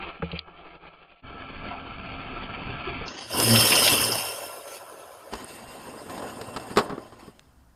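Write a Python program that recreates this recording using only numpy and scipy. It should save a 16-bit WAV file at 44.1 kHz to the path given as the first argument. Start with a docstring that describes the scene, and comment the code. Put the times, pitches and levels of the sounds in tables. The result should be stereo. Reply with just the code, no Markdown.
"""A robotic mower rolls up to a microphone lying in the lawn, at first dull and deep as in slow motion.
Its blade disc passes right overhead: each blade pushes a pulse of air, which makes a hum, and thousands
of tiny grass cuts ring the hollow under the shell. Gears whine as it moves off. Then, heard from above,
it drives on until a hand slaps the stop button; the plastic shell rattles and the motors run down."""
import sys
import numpy as np
from scipy import signal
from scipy.fft import rfft, irfft, next_fast_len
from scipy.io import wavfile
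from scipy.ndimage import uniform_filter1d

SR = 44100
rng = np.random.default_rng(int(sys.argv[2]) if len(sys.argv) > 2 else 0)


def unload_wav(signal):
    """Save mono or channel-first audio to the path in sys.argv[1] as 16-bit WAV at rate SR, clipped to [-1, 1]."""
    wavfile.write(
        sys.argv[1],
        SR,
        np.round(np.clip(np.atleast_2d(signal).T, -1, 1) * 32767).astype(np.int16),
    )


N = 341798
TIME, FFT_SIZE = np.arange(N) / SR, next_fast_len(N)
FREQS = np.fft.rfftfreq(FFT_SIZE, 1 / SR)
HIT_SIZE, LEAD_S = 16384, .01  # samples in one short hit, and the pause before it starts
HIT_TIME = np.maximum(np.arange(HIT_SIZE) / SR - LEAD_S, 0)
HIT_FREQS = np.fft.rfftfreq(HIT_SIZE, 1 / SR) + 1
SLOW, SLOW_EDGE_HZ, SLOW_END_S = .25, 4830, 3.06  # slow motion: speed, treble limit, end
BLADE_HZ = 114.3  # blades passing per second
LEAVING_S, STOP_S = 4.2, 6.86  # the mower moves off; its motors are switched off

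# resonances of the hollow under the shell: f/Hz, width/Hz, lift/dB
HOLLOW_RESONANCES = [(566, 31, 4), (1049, 100, 9), (1590, 150, 2), (2340, 170, 2.5), (2784, 170, 7),
                     (3153, 96, 4.5), (3430, 130, 4.5), (3740, 180, -3), (3860, 120, 4.5), (4760, 44, 9),
                     (5350, 570, 8.5), (5834, 250, -10.5), (6560, 790, 5), (11200, 780, -4.5),
                     (12300, 1600, -0.5)]
# the microphone's two openings, lying in the grass and held above:
# f/Hz, likeness of left and right/0-1, lead of left/rad, left over right/dB
MIC_IN_GRASS = [(100, 0.5, 1, 4), (487, 0.4, 1.68, 1), (1100, 0.25, 2.5, 0.5), (1990, 0.2, 3, -2.5),
                (3140, 0.05, 2.5, 2), (5300, 0, 3, 8.5), (8000, 0.2, 2.5, 0.5), (8950, .6, 0, -3.5),
                (9750, 0.6, 1.94, -2.5), (10700, .95, 0.5, -1), (13200, 1, 0, -0.5), (13800, 0.7, -0.2, 0),
                (14550, .5, -3, -1), (14900, 0.95, -2, 0.5)]
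MIC_ABOVE = [(99, 0.66, 0.28, -1.5), (1600, 0.7, -0.7, 1.5), (2900, 0.24, 3, -2), (4240, 0.37, 2, -2.5),
             (4900, 0.64, 1.1, -1), (5980, 1, 3, 2), (7800, 1, 6.5, 0), (8370, .9, 7.5, -2.5),
             (10500, 1, 8.5, 1.5), (11100, 0.88, 9.5, -1), (11400, .45, 14.5, -1.5), (11800, 1, 13, 1),
             (13100, 0.83, 13.5, -1), (14500, .9, 15.5, 1)]


def amp(db):
    """Turns decibels into a gain."""
    return 10 ** (np.asarray(db) / 20)


def unit(x):
    """Scales a signal to an average power of 1."""
    return x / np.sqrt(np.mean(x ** 2) + 1e-20)


def read(points, hz):
    """Reads between the rows of a table, on a scale of octaves."""
    f, value = np.transpose(points)
    return np.interp(np.log(hz + 1), np.log(f + 1), value)


def curves(rows):
    """Turns rows of (t/s, values...) into one curve per value, sample by sample."""
    s, *columns = np.transpose(rows)
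    return [np.interp(TIME, s, c) for c in columns]


def between(start, end):
    """Fades in after start and out before end."""
    return np.clip(np.minimum(TIME - start, end - TIME) * 10, 0, 1)


def since(s):
    """Seconds gone by since s, zero before."""
    return np.maximum(TIME - s, 0)


def wander(per_s):
    """A random curve of size 1 that turns per_s times a second."""
    steps = rng.standard_normal(4096)
    return unit(np.interp(TIME * per_s, np.arange(len(steps)), steps))


def panned(x, pan_db):
    """Makes the left side pan_db louder than the right."""
    return np.vstack([x * amp(pan_db / 2), x * amp(-pan_db / 2)])


def place(hits):
    """Mixes (start time, stereo sound) pairs into one track."""
    mix = np.zeros((2, N))
    for s, sound in hits:
        part = mix[:, max(round((s - LEAD_S) * SR), 0):][:, :sound.shape[1]]
        part += sound[:, :part.shape[1]]
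    return mix


def low_pass(x, hz):
    """Cuts off the treble above hz."""
    return signal.oaconvolve(x, signal.firwin(601, hz, window=("kaiser", 9), fs=SR)[None], "same")


def lift(resonances, at_hz):
    """How many dB a set of resonances adds at each frequency."""
    return sum(db / (1 + (2 * (at_hz - hz) / width) ** 2) for hz, width, db in resonances)


def microphone(pair, mic, hz):
    """Turns two unrelated spectra into what the left and right openings pick up."""
    f, *columns = np.transpose(mic)
    same, phase, pan_db = (np.interp(hz, f, c) for c in columns)
    same = np.clip(same, 0, 1)
    right = (same * pair[0] + np.sqrt(1 - same ** 2) * pair[1]) * np.exp(-1j * phase)
    return np.array([pair[0], right]) * panned(1, pan_db)


def grass_cuts(per_s, spread_db, hiss, patch_db, size):
    """Spectra of two streams of tiny cuts in a hiss of air; each tuft favours other pitches."""
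    strength = amp(spread_db * np.minimum(rng.exponential(1, (2, N)), 4)) * rng.choice([-1, 1], (2, N))
    clicks = unit(strength * (rng.random((2, N)) < per_s / SR))
    frames = signal.stft(clicks + hiss * rng.standard_normal((2, N)), nperseg=size)[2]
    patches = uniform_filter1d(rng.standard_normal(frames.shape[1:]), size=4, axis=0)  # blur in pitch
    patches = unit(uniform_filter1d(patches, size=6, axis=1))  # and in time
    return rfft(signal.istft(frames * amp(patch_db * patches))[1][:, :N], FFT_SIZE)


def travel(layers, span):
    """Each layer's level in dB: a steady drift, brief rustles, and a bright swell as slow motion ends."""
    # rustles and the swell: t/s, length/s, rolling lift/dB, cutting lift/dB, fizz lift/dB
    swells = [(0, 0.42, 2, 10.5, 0), (0.42, 0.14, 1, -2.5, 0), (1.491, 0.24, 3, 3.5, 0),
              (2.843, 0.057, 3, 1, 0), (3.074, .04, 1, 2, 1), (3.167, 0.12, 2, 5.5, 8.5),
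              (4.665, 0.11, 0, 9, 8.5), (5.313, 0.093, 3, 6.5, 4), (5.474, .09, 1, 6.5, 5.5),
              (5.675, 0.08, 0, 4.5, 2.5), (6.092, 0.22, 4.5, 4, 2.5), (6.877, 0.12, 2, -1.5, -1),
              (7.184, 0.095, 5.5, 8, 8)]
    attack_s, release_s, lift_db = 0.012, 0.019, 0
    for s, length, *lifts in swells:
        swell = np.minimum(since(s) / attack_s, 1) * np.exp(-since(s + length) / release_s)
        lift_db = lift_db + np.outer(lifts, swell)
    return [db + drift * (TIME - span[0]) + extra for (db, drift), extra in zip(layers, lift_db)]


def mowing(cuts, levels, span, colour, flutter_db, flutter_per_s, fade_s,
           speed=0.97, hollow=HOLLOW_RESONANCES, mic=MIC_IN_GRASS):
    """Cuts and air ring the hollow, in up to three layers: low rolling, middle cutting, high fizz."""
    full_hz = FREQS / speed  # slowing down lowers every resonance alike
    spectra = microphone(cuts, mic, full_hz) * amp(read(colour, FREQS) + lift(hollow, full_hz))
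    band = np.digitize(FREQS, [1800, 7000])  # the layers meet here, in Hz
    tufts, out = wander(flutter_per_s), 0
    for k, level_db in enumerate(levels):
        # tufts of grass shake all layers together, and each a little on its own
        flutter = amp(flutter_db * (tufts + wander(flutter_per_s) / 2))
        layer = irfft(spectra * (band == k), FFT_SIZE)[:, :N] * flutter
        out = out + layer / np.std(layer.mean(0)) * amp(level_db)
    inside_s = np.minimum(TIME - span[0], span[1] - TIME)
    return out * np.sin(np.pi / 2 * np.clip(.5 + inside_s / fade_s, 0, 1))


def approach():
    """In slow motion the cuts are sparse and dull and the wheels rumble."""
    # rolling and cutting, far and near: starting level/dB, drift/(dB per s)
    far_levels = [(-43.5, -9.5), (-54.5, -1.5)]
    near_levels = [(-43.5, 4.82), (-49.5, 5.86)]
    # tone colour of the mower, far and near: f/Hz, level/dB
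    far_colour = [(30, 1), (80, -6), (122, -23.5), (168, 5), (240, -20.5), (320, -2), (800, -5.5),
                  (1300, -8.5), (1900, -13), (2400, 0.5), (3600, -14), (4800, -19.5)]
    near_colour = [(20, -5), (31, 4), (45, -1.5), (95, 1), (250, -2.5), (500, -9), (900, -10), (1300, -10),
                   (1900, -14), (2350, 0), (3000, -8), (3800, -15), (4000, -36.5), (4300, -11.5),
                   (4800, -19)]
    far_span, near_span = (-0.031, 1.192), (1.263, SLOW_END_S)
    cuts = grass_cuts(per_s=500, spread_db=1.5, hiss=0.92, patch_db=2, size=1024)
    far = mowing(cuts, travel(far_levels, far_span), far_span, far_colour,
                 flutter_db=3.5, flutter_per_s=33, fade_s=0.051, speed=SLOW)
    near = mowing(cuts, travel(near_levels, near_span), near_span, near_colour,
                  flutter_db=1.5, flutter_per_s=40, fade_s=0.093, speed=SLOW)
    return low_pass(far + near, SLOW_EDGE_HZ)


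def whine(lines, level_db, waver, blur_per_s, pan_db, sag=0):
    """Tones that waver in pitch together, each blurred into a narrow band of noise."""
    bend, out = waver * wander(9) - sag, np.zeros((2, N))
    for hz, db in lines:
        angle = 2 * np.pi * np.cumsum(hz * (1 + bend)) / SR
        tone = amp(db) * (wander(blur_per_s) * np.cos(angle) + wander(blur_per_s) * np.sin(angle))
        out += [tone, np.roll(tone, rng.integers(-20, 20))]  # each tone takes its own path to each side
    return out * panned(amp(level_db), pan_db)


def gears():
    """Motors and gears whine, louder when near; the load bends their pitch and uneven teeth blur it."""
    # tones under the shell, of the wheel motors, and above the shell: f/Hz, relative level/dB
    under_tones = [(1858, -41), (2218, -45), (2649, -42), (2803, -38), (2936, -42), (3101, -40),
                   (3139, -39), (4555, -44), (4632, -46), (5020, -39), (5151, -42), (5258, -38),
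                   (5401, -39), (6455, -50), (9157, -45), (10325, -47), (12112, -46)]
    wheel_tones = [(590, -61), (705, -58.5), (1400, -60.5)]
    above_tones = [(258.4, -52.5), (699.8, -52), (1017, -58), (1846, -64), (3100, -62)]
    slow_db, = curves([(0, -18.5), (1.19, -32), (1.225, -44), (1.26, -16), (3, -14)])
    slow_tones = [(hz * SLOW, db + 4.5 * np.log2(min(hz / 5000, 1))) for hz, db in under_tones]
    slowed = whine(slow_tones, slow_db, waver=.003, blur_per_s=18, pan_db=5.5) * between(-1, 3.1)
    under_db = disc_pass(top_db=2.0, attack_s=0.093, release_db_per_s=39.5)
    under = whine(under_tones, under_db, waver=.0006, blur_per_s=24, pan_db=2.5) * between(3.1, 4.4)
    wheels_db, = curves([(4.3, 10), (5.2, -1)])
    sag = .07 * since(LEAVING_S)  # the pitch sinks as the wheels take up load
    wheels = whine(wheel_tones, wheels_db, waver=0.0041, blur_per_s=70, pan_db=9, sag=sag)
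    above = whine(above_tones, motor_level() - 2, waver=0.003, blur_per_s=28, pan_db=1.5)
    return slowed + under + wheels * between(4.1, 5.5) + above * between(5.35, 7.35)


def burst(colour, ring_s, mic):
    """Noise of a given tone colour that dies away by 60 dB in ring_s."""
    dying = rng.standard_normal((2, HIT_SIZE)) * amp(-60 * HIT_TIME / ring_s) * (HIT_TIME > 0)
    return irfft(microphone(rfft(dying) * colour, mic, np.fft.rfftfreq(HIT_SIZE, 1 / SR)))


def onset(rise_s):
    """The quick swell at the start of a hit."""
    return 1 - np.exp(-HIT_TIME / rise_s)


def noise_hit(db, centre_hz, octaves, rise_s, ring_s, pan_db, lift_db=0):
    """A band of noise that swells and dies."""
    colour = np.exp(-(np.log2(HIT_FREQS / centre_hz) / octaves) ** 2 / 2) * amp(lift_db)
    noise = burst(unit(colour), ring_s, mic=[(1000, 0.87, 0.0085, 0.0036)])
    return noise * panned(amp(db - 8.0) * onset(rise_s), pan_db)


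def soft_thuds():
    """Soft, low thuds; the last is the microphone being picked up."""
    # thuds: t/s, relative level/dB, centre/Hz
    thuds = [(0.197, -33.5, 200), (0.235, -33, 190), (0.322, -29, 170), (3.392, -13, 450),
             (4.089, -15.5, 367), (5.333, -28, 55.1)]
    for s, db, centre_hz in thuds:
        yield s, noise_hit(db, centre_hz, octaves=0.35, rise_s=0.0025, ring_s=0.13, pan_db=3.5)


def snaps():
    """Stalks snap and the button's latch ticks; slow motion dulls a snap but for a faint bright tip."""
    # ticks: t/s, relative level/dB, centre/Hz, width/octaves, ring time/s, left over right/dB
    ticks = [(.222, -26, 1340, 0.6, .05, 23), (.316, -23.5, 2900, 0.34, .04, 4),
             (.391, -13.5, 3350, 0.47, .015, 6), (3.08, -23, 4500, .25, .04, -5),
             (3.4, -6, 3840, 1.2, .014, -8), (5.444, -20.5, 9350, .13, 0.013, -7),
             (6.771, -16, 5000, 1.1, 0.011, 1), (7.394, -26.5, 2250, 1.1, .006, 8)]
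    for s, db, centre_hz, octaves, ring_s, pan_db in ticks:
        snap = noise_hit(db, centre_hz, octaves, rise_s=0.00035, ring_s=ring_s, pan_db=pan_db)
        if s < SLOW_END_S:
            snap = low_pass(snap, SLOW_EDGE_HZ) + amp(-29) * snap
        yield s, snap


def ring(modes, damping):
    """The dying tones of a struck body; more damping shortens them."""
    return sum(amp(db - 60 * HIT_TIME * damping / ring_s) * np.sin(2 * np.pi * hz * HIT_TIME)
               for hz, db, ring_s in modes)


def chassis_bumps():
    """Bumps on the approach make the mower's frame ring deeply."""
    # bumps: t/s, relative level/dB, brightness/(dB per octave)
    bumps = [(0.225, -20.5, 1), (0.33, -25, -1.5), (3.011, -33.5, 2.5)]
    # the frame's own tones: f/Hz, level/dB, base ring time/s
    frame_modes = [(78.6, -8.5, 0.25), (170, -1.5, 0.14), (327, -11.5, 0.086), (463, -1, 0.066),
                   (533, -5.5, 0.064), (830, -8, 0.04)]
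    for s, db, tilt_db in bumps:
        modes = [(hz, mode_db + tilt_db * np.log2(hz / 170), ring_s)
                 for hz, mode_db, ring_s in frame_modes]
        yield s, panned(amp(db) * ring(modes, damping=0.92) * onset(0.0031), pan_db=6.7)


def blade_rasps():
    """Blades rasp through tufts and ring the hollow, lower and longer in slow motion."""
    # rasps: t/s, relative level/dB, full-speed centre/Hz, width/octaves, full-speed ring time/s
    rasps = [(1.706, -27, 3490, 0.34, 0.067), (2.565, -32, 1490, 0.47, 0.1),
             (2.867, -23, 1520, 0.12, 0.065), (3.325, -23.5, 5140, .13, 0.24),
             (3.506, -14, 5050, .12, 0.26), (3.556, -11, 2900, 0.67, 0.12), (3.595, -13.5, 4240, 0.43, .13),
             (3.648, -14.5, 5400, .05, 0.12), (3.719, -6, 2480, 0.49, 0.076),
             (3.752, -7, 4800, 0.36, 0.059), (3.774, -12.5, 2840, .2, 0.12),
             (3.836, -13.5, 4000, 0.49, 0.25), (3.876, -4.5, 2900, 0.54, 0.067),
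             (3.933, -11.5, 3100, 0.14, 0.13), (4.038, -12.5, 5300, 0.11, 0.076),
             (4.117, -17, 5300, 0.2, 0.18)]
    for s, db, centre_hz, octaves, ring_s in rasps:
        speed = SLOW if s < SLOW_END_S else 1
        yield s, noise_hit(db, centre_hz * speed, octaves, rise_s=0.0018 / speed, ring_s=ring_s / speed,
                           pan_db=10.5, lift_db=lift(HOLLOW_RESONANCES, HIT_FREQS / speed))


def blade_hum():
    """Each blade pushes a pulse of air; the hum swells as the disc's rim passes and shakes in its wake."""
    # the front and back rim pass: t/s, level/dB, half-width/s, step per harmonic/dB, roughness/0-1
    rims = [(3.529, -9.5, 0.069, 1, .1), (3.96, -34, 0.07, 5, 0.5), (4.09, -30.5, 0.1, -5, .5)]
    # under the disc, left and right feel each pulse at different times
    pan_db, lag = curves([(4.1, 4.5, 2.14), (4.6, -1, 0.24)])
    cycles = np.cumsum(BLADE_HZ * (1 + 0.0045 * wander(8.4))) / SR
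    out, through_shell = 0, amp(-49 + motor_level())
    for k, harmonic_db in enumerate([-6.0, -8.0, -20, -23]):
        wake, swell = wander(45), 0
        for s, db, width_s, step_db, rough in rims:
            distance = (TIME - s) * (1 + .35 * k) / width_s  # higher harmonics swell more briefly
            swell = swell + amp(db + k * step_db) * (1 + rough * wake) / (1 + distance ** 2) ** 1.49
        angle = 2 * np.pi * ((k + 1) * cycles + rng.random()) + 0.36 * wake * between(3.58, 4.2)
        tone = np.sqrt(2) * np.cos([angle, angle - lag])
        out = out + tone * panned(amp(harmonic_db) * (swell + through_shell), pan_db)
    return out * between(2.6, 7.4)


def disc_pass(top_db, attack_s, release_db_per_s):
    """Level in dB as the disc comes out from behind the mower's skirt, stays overhead and moves away."""
    arrives_s, leaves_s, skirt_db = 3.298, 3.902, 23
    hidden = np.exp(np.minimum((arrives_s - TIME) / attack_s, 2))
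    return top_db - skirt_db * hidden - release_db_per_s * since(leaves_s)


def with_rush(levels):
    """Adds the disc's rush to each layer's level; the blades chop the fizz, most near the back rim."""
    # rush in rolling, cutting and fizz: level overhead/dB, attack/s, release/(dB per s)
    rushes = [(-26, 0.033, 30.5), (-25, 0.091, 42.5), (-24, 0.054, 36.5)]
    rolling, cutting, fizz = [20 * np.log10(np.hypot(amp(db), amp(disc_pass(*rush))))
                              for db, rush in zip(levels, rushes)]
    chop_db = 0.9 + 3 / (1 + ((TIME - 4.03) / .11) ** 2)
    return rolling, cutting, fizz + chop_db * np.cos(2 * np.pi * BLADE_HZ * TIME)


def open_treble(x, start_s=2.952, octaves_per_s=4, size=512):
    """As the slow motion ends, the treble limit glides upward."""
    hz, t, frames = signal.stft(x, SR, nperseg=size)
    edge_hz = SLOW_EDGE_HZ * 2 ** np.clip((t - start_s) * octaves_per_s, 0, 4)
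    return signal.istft(frames / (1 + (hz[:, None] / edge_hz) ** 20), SR, nperseg=size)[1][:, :N]


def overhead():
    """The disc shreds grass right over the microphone and moves off."""
    # rolling, cutting and fizz, under the mower and as it leaves: starting level/dB, drift/(dB per s)
    under_levels = [(-41, -29.5), (-42, -38.5), (-62.5, 4.5)]
    leaving_levels = [(-45, -1.5), (-54.5, -4), (-55, -3)]
    # tone colour from the same two sides: f/Hz, level/dB
    under_colour = [(30, -27.5), (70, -1.5), (180, -0.5), (300, 4.5), (550, 4.5), (1050, -0.5), (1400, 0),
                    (2300, -11), (3000, -5.5), (4000, -12), (5300, -11.5), (7500, -15.5), (9300, -2.5),
                    (15000, -16.5)]
    leaving_colour = [(30, -40), (80, -12), (120, -15), (215, -18.5), (380, -3), (570, 3.5), (850, -4),
                      (1900, -11.5), (2800, -12), (4000, -16.5), (5300, -20), (7600, -13.5), (9500, -2.5),
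                      (15000, -16.5)]
    under_span, leaving_span = (3.065, LEAVING_S), (LEAVING_S, 5.31)
    cuts = grass_cuts(per_s=3000, spread_db=3.5, hiss=1.0, patch_db=3.0, size=512)
    under = mowing(cuts, with_rush(travel(under_levels, under_span)), under_span, under_colour,
                   flutter_db=1.0, flutter_per_s=110, fade_s=0.03)
    leaving = mowing(cuts, with_rush(travel(leaving_levels, leaving_span)), leaving_span, leaving_colour,
                     flutter_db=0.5, flutter_per_s=56, fade_s=0.041)
    return open_treble(under) + leaving


def deck_ring():
    """Clippings pelt the deck around the disc; each of its tones swells and drifts on its own."""
    # the deck's tones: f/Hz, level/dB, left over right/dB
    deck_tones = [(2760, -33, 3), (3120, -33, 6), (4950, -35, 11.5), (5280, -30.5, 11)]
    level_db = disc_pass(top_db=0.0, attack_s=0.11, release_db_per_s=41)
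    return sum(whine([(hz, db)], level_db + 3 * wander(22), waver=.012, blur_per_s=170, pan_db=pan_db)
               for hz, db, pan_db in deck_tones)


def garden_air():
    """Faint outdoor air, heard once the microphone is out of the grass."""
    # tone colour of still air: f/Hz, level/dB
    air_colour = [(25, -7), (64, 1), (145, -10), (245, -8.5), (400, -27), (700, -20), (1600, -23),
                  (2200, -38), (5000, -35.5), (15000, -39)]
    spectra = rfft(rng.standard_normal((2, N)), FFT_SIZE) * amp(read(air_colour, FREQS))
    air = irfft(spectra, FFT_SIZE)[:, :N]
    level_db, = curves([(5.4, -68), (7.4, -58)])
    return amp(level_db) * unit(air + .5 * air[::-1]) * between(5.25, 8)


def mowing_from_above():
    """From above the shell muffles the cutting, which dies away after the stop."""
    # rolling, cutting and fizz: starting level/dB, drift/(dB per s)
    above_levels = [(-45.5, 3.7), (-54.5, 1.14), (-56.5, 2)]
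    # how the same layers run down: sudden drop/dB, fall/(dB per s)
    run_down = [(0, 48), (1, 31), (7, 28)]
    # tone colour from above: f/Hz, level/dB
    above_colour = [(25, -28), (65, -3.5), (160, -2.5), (240, 4.5), (750, 3.5), (1100, -4.5), (1400, -5),
                    (2100, -13.5), (2800, -12), (4000, -18), (5200, -19.5), (7200, -19.5), (9000, -20.5),
                    (15000, -28.5)]
    # resonances of the shell that carry upward: f/Hz, width/Hz, lift/dB
    top_resonances = [(710, 43, -1.5), (1067, 58, 9.5), (2500, 200, -3), (2760, 90, 8), (3200, 63, 6.5),
                      (5300, 610, 7.5), (9240, 1700, 15), (13100, 1600, 10.5)]
    span = (5.31, 7.8)
    cuts = grass_cuts(per_s=3000, spread_db=2.0, hiss=1.57, patch_db=2.5, size=512)
    levels = [db - drop_db * (TIME > STOP_S) - fall * since(STOP_S)
              for db, (drop_db, fall) in zip(travel(above_levels, span), run_down)]
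    return mowing(cuts, levels, span, above_colour, flutter_db=1, flutter_per_s=70, fade_s=0.054,
                  hollow=top_resonances, mic=MIC_ABOVE)


def knocks():
    """The microphone bumps as it is picked up; then knocks ring the shell, the stop button loudest."""
    # bumps and knocks: t/s, relative level/dB, brightness/(dB per octave), left over right/dB, ring/s
    blows = [(5.325, -27.5, -2, 9, .06), (5.335, -21.5, 1, 11.5, 0.063), (5.353, -27, 2, 8, 0.045),
             (6.096, -28.5, 1.5, -6, .07), (6.178, -26, 1.5, -2, 0.056), (6.222, -28, 0.5, -2, .06),
             (6.268, -28, -4, 0, .05), (6.413, -22.5, 3, -2.5, .05), (6.5625, -18, 1, -3, 0.059),
             (6.569, -18.5, 0.5, -4, .045), (6.598, -28, 1, -1.5, 0.044), (6.714, -27, -3, -1, .08),
             (6.761, -21, 1.5, 0, .08), (6.7714, -4, 0, -1, .1), (6.7856, -10, 1, -2, .09),
             (6.794, -14, -0.5, 0, .08), (6.807, -17.5, -1.5, 0, .07), (6.859, -27, -3.5, 0, .07),
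             (6.896, -22.5, -1.5, -3, 0.056), (6.9043, -17, -4, 0, .075), (6.924, -18, -7, 0, 0.091),
             (6.978, -23.5, -3.5, 0, 0.065), (7.123, -34, -2.5, -6, .07), (7.224, -34, -8, 2, 0.054),
             (7.278, -28.5, -11, 2, 0.075)]
    # tone colour of a knock: f/Hz, level/dB
    knock_colour = [(40, -33), (130, -12.5), (210, -4.5), (420, -0.5), (540, -7.5), (1100, -4),
                    (1700, -10.5), (2300, -14), (5000, -17.5), (6500, -26), (8500, -31), (15000, -44)]
    # the plastic shell's own tones: f/Hz, level/dB, ring time in a 0.1 s knock/s
    shell_modes = [(234.4, 2, 0.11), (283, -1, 0.13), (411, 6.5, 0.11), (678, -4, 0.11), (886, -6, 0.09),
                   (1116, 3, 0.11), (1475, -12, 0.13), (1796, -10, 0.16)]
    treble = 1 / (1 + (2200 / HIT_FREQS) ** 4)
    octaves = np.log2(np.maximum(HIT_FREQS, 150) / 600)
    for s, db, tilt_db, pan_db, ring_s in blows:
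        colour = unit(amp(read(knock_colour, HIT_FREQS) + tilt_db * octaves))
        body = burst(colour * (1 - treble), ring_s, MIC_ABOVE)
        crack = burst(colour * treble, ring_s * 0.71, MIC_ABOVE)  # the treble dies sooner
        blow = body + amp(2.0) * crack + amp(-14) * ring(shell_modes, damping=0.1 / ring_s)
        yield s, blow * panned(amp(db - 6.5) * onset(0.00032), pan_db)


def motor_level(nearest_s=6.27, rise_db_per_s=18.5, fall_db_per_s=25):
    """Level in dB of the motor tones from above: they draw near, hold, and fade after the stop."""
    return -rise_db_per_s * np.maximum(nearest_s - TIME, 0) - fall_db_per_s * since(STOP_S)


def drive_whine():
    """A thin, nearly pure gear tone that sags as the load grows."""
    # path of the tone: t/s, f/Hz, level/dB
    tone_path = [(5.4, 2750, -66), (5.72, 2790, -56.5), (6, 2784, -69), (6.6, 2720, -57.5), (7, 2680, -76)]
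    hz, level_db = curves(tone_path)
    angle = 2 * np.pi * np.cumsum(hz * (1 + .002 * wander(30))) / SR
    tone = np.sqrt(2) * np.cos([angle, angle - 1.2])
    return tone * amp(level_db + 2.7 * wander(35)) * between(5.35, 7.1)


def scene():
    """The mower from approach to stop."""
    cutting = approach() + overhead() + deck_ring() + mowing_from_above()
    tones = blade_hum() + gears() + drive_whine()
    hits = place([*knocks(), *chassis_bumps(), *snaps(), *blade_rasps(), *soft_thuds()])
    return cutting + tones + hits + garden_air()


def record(dry):
    """Clips peaks at full scale and cuts off the highest treble."""
    return low_pass(np.clip(dry, -1, 1), hz=15600)


dry = scene()
out = record(dry)
unload_wav(out)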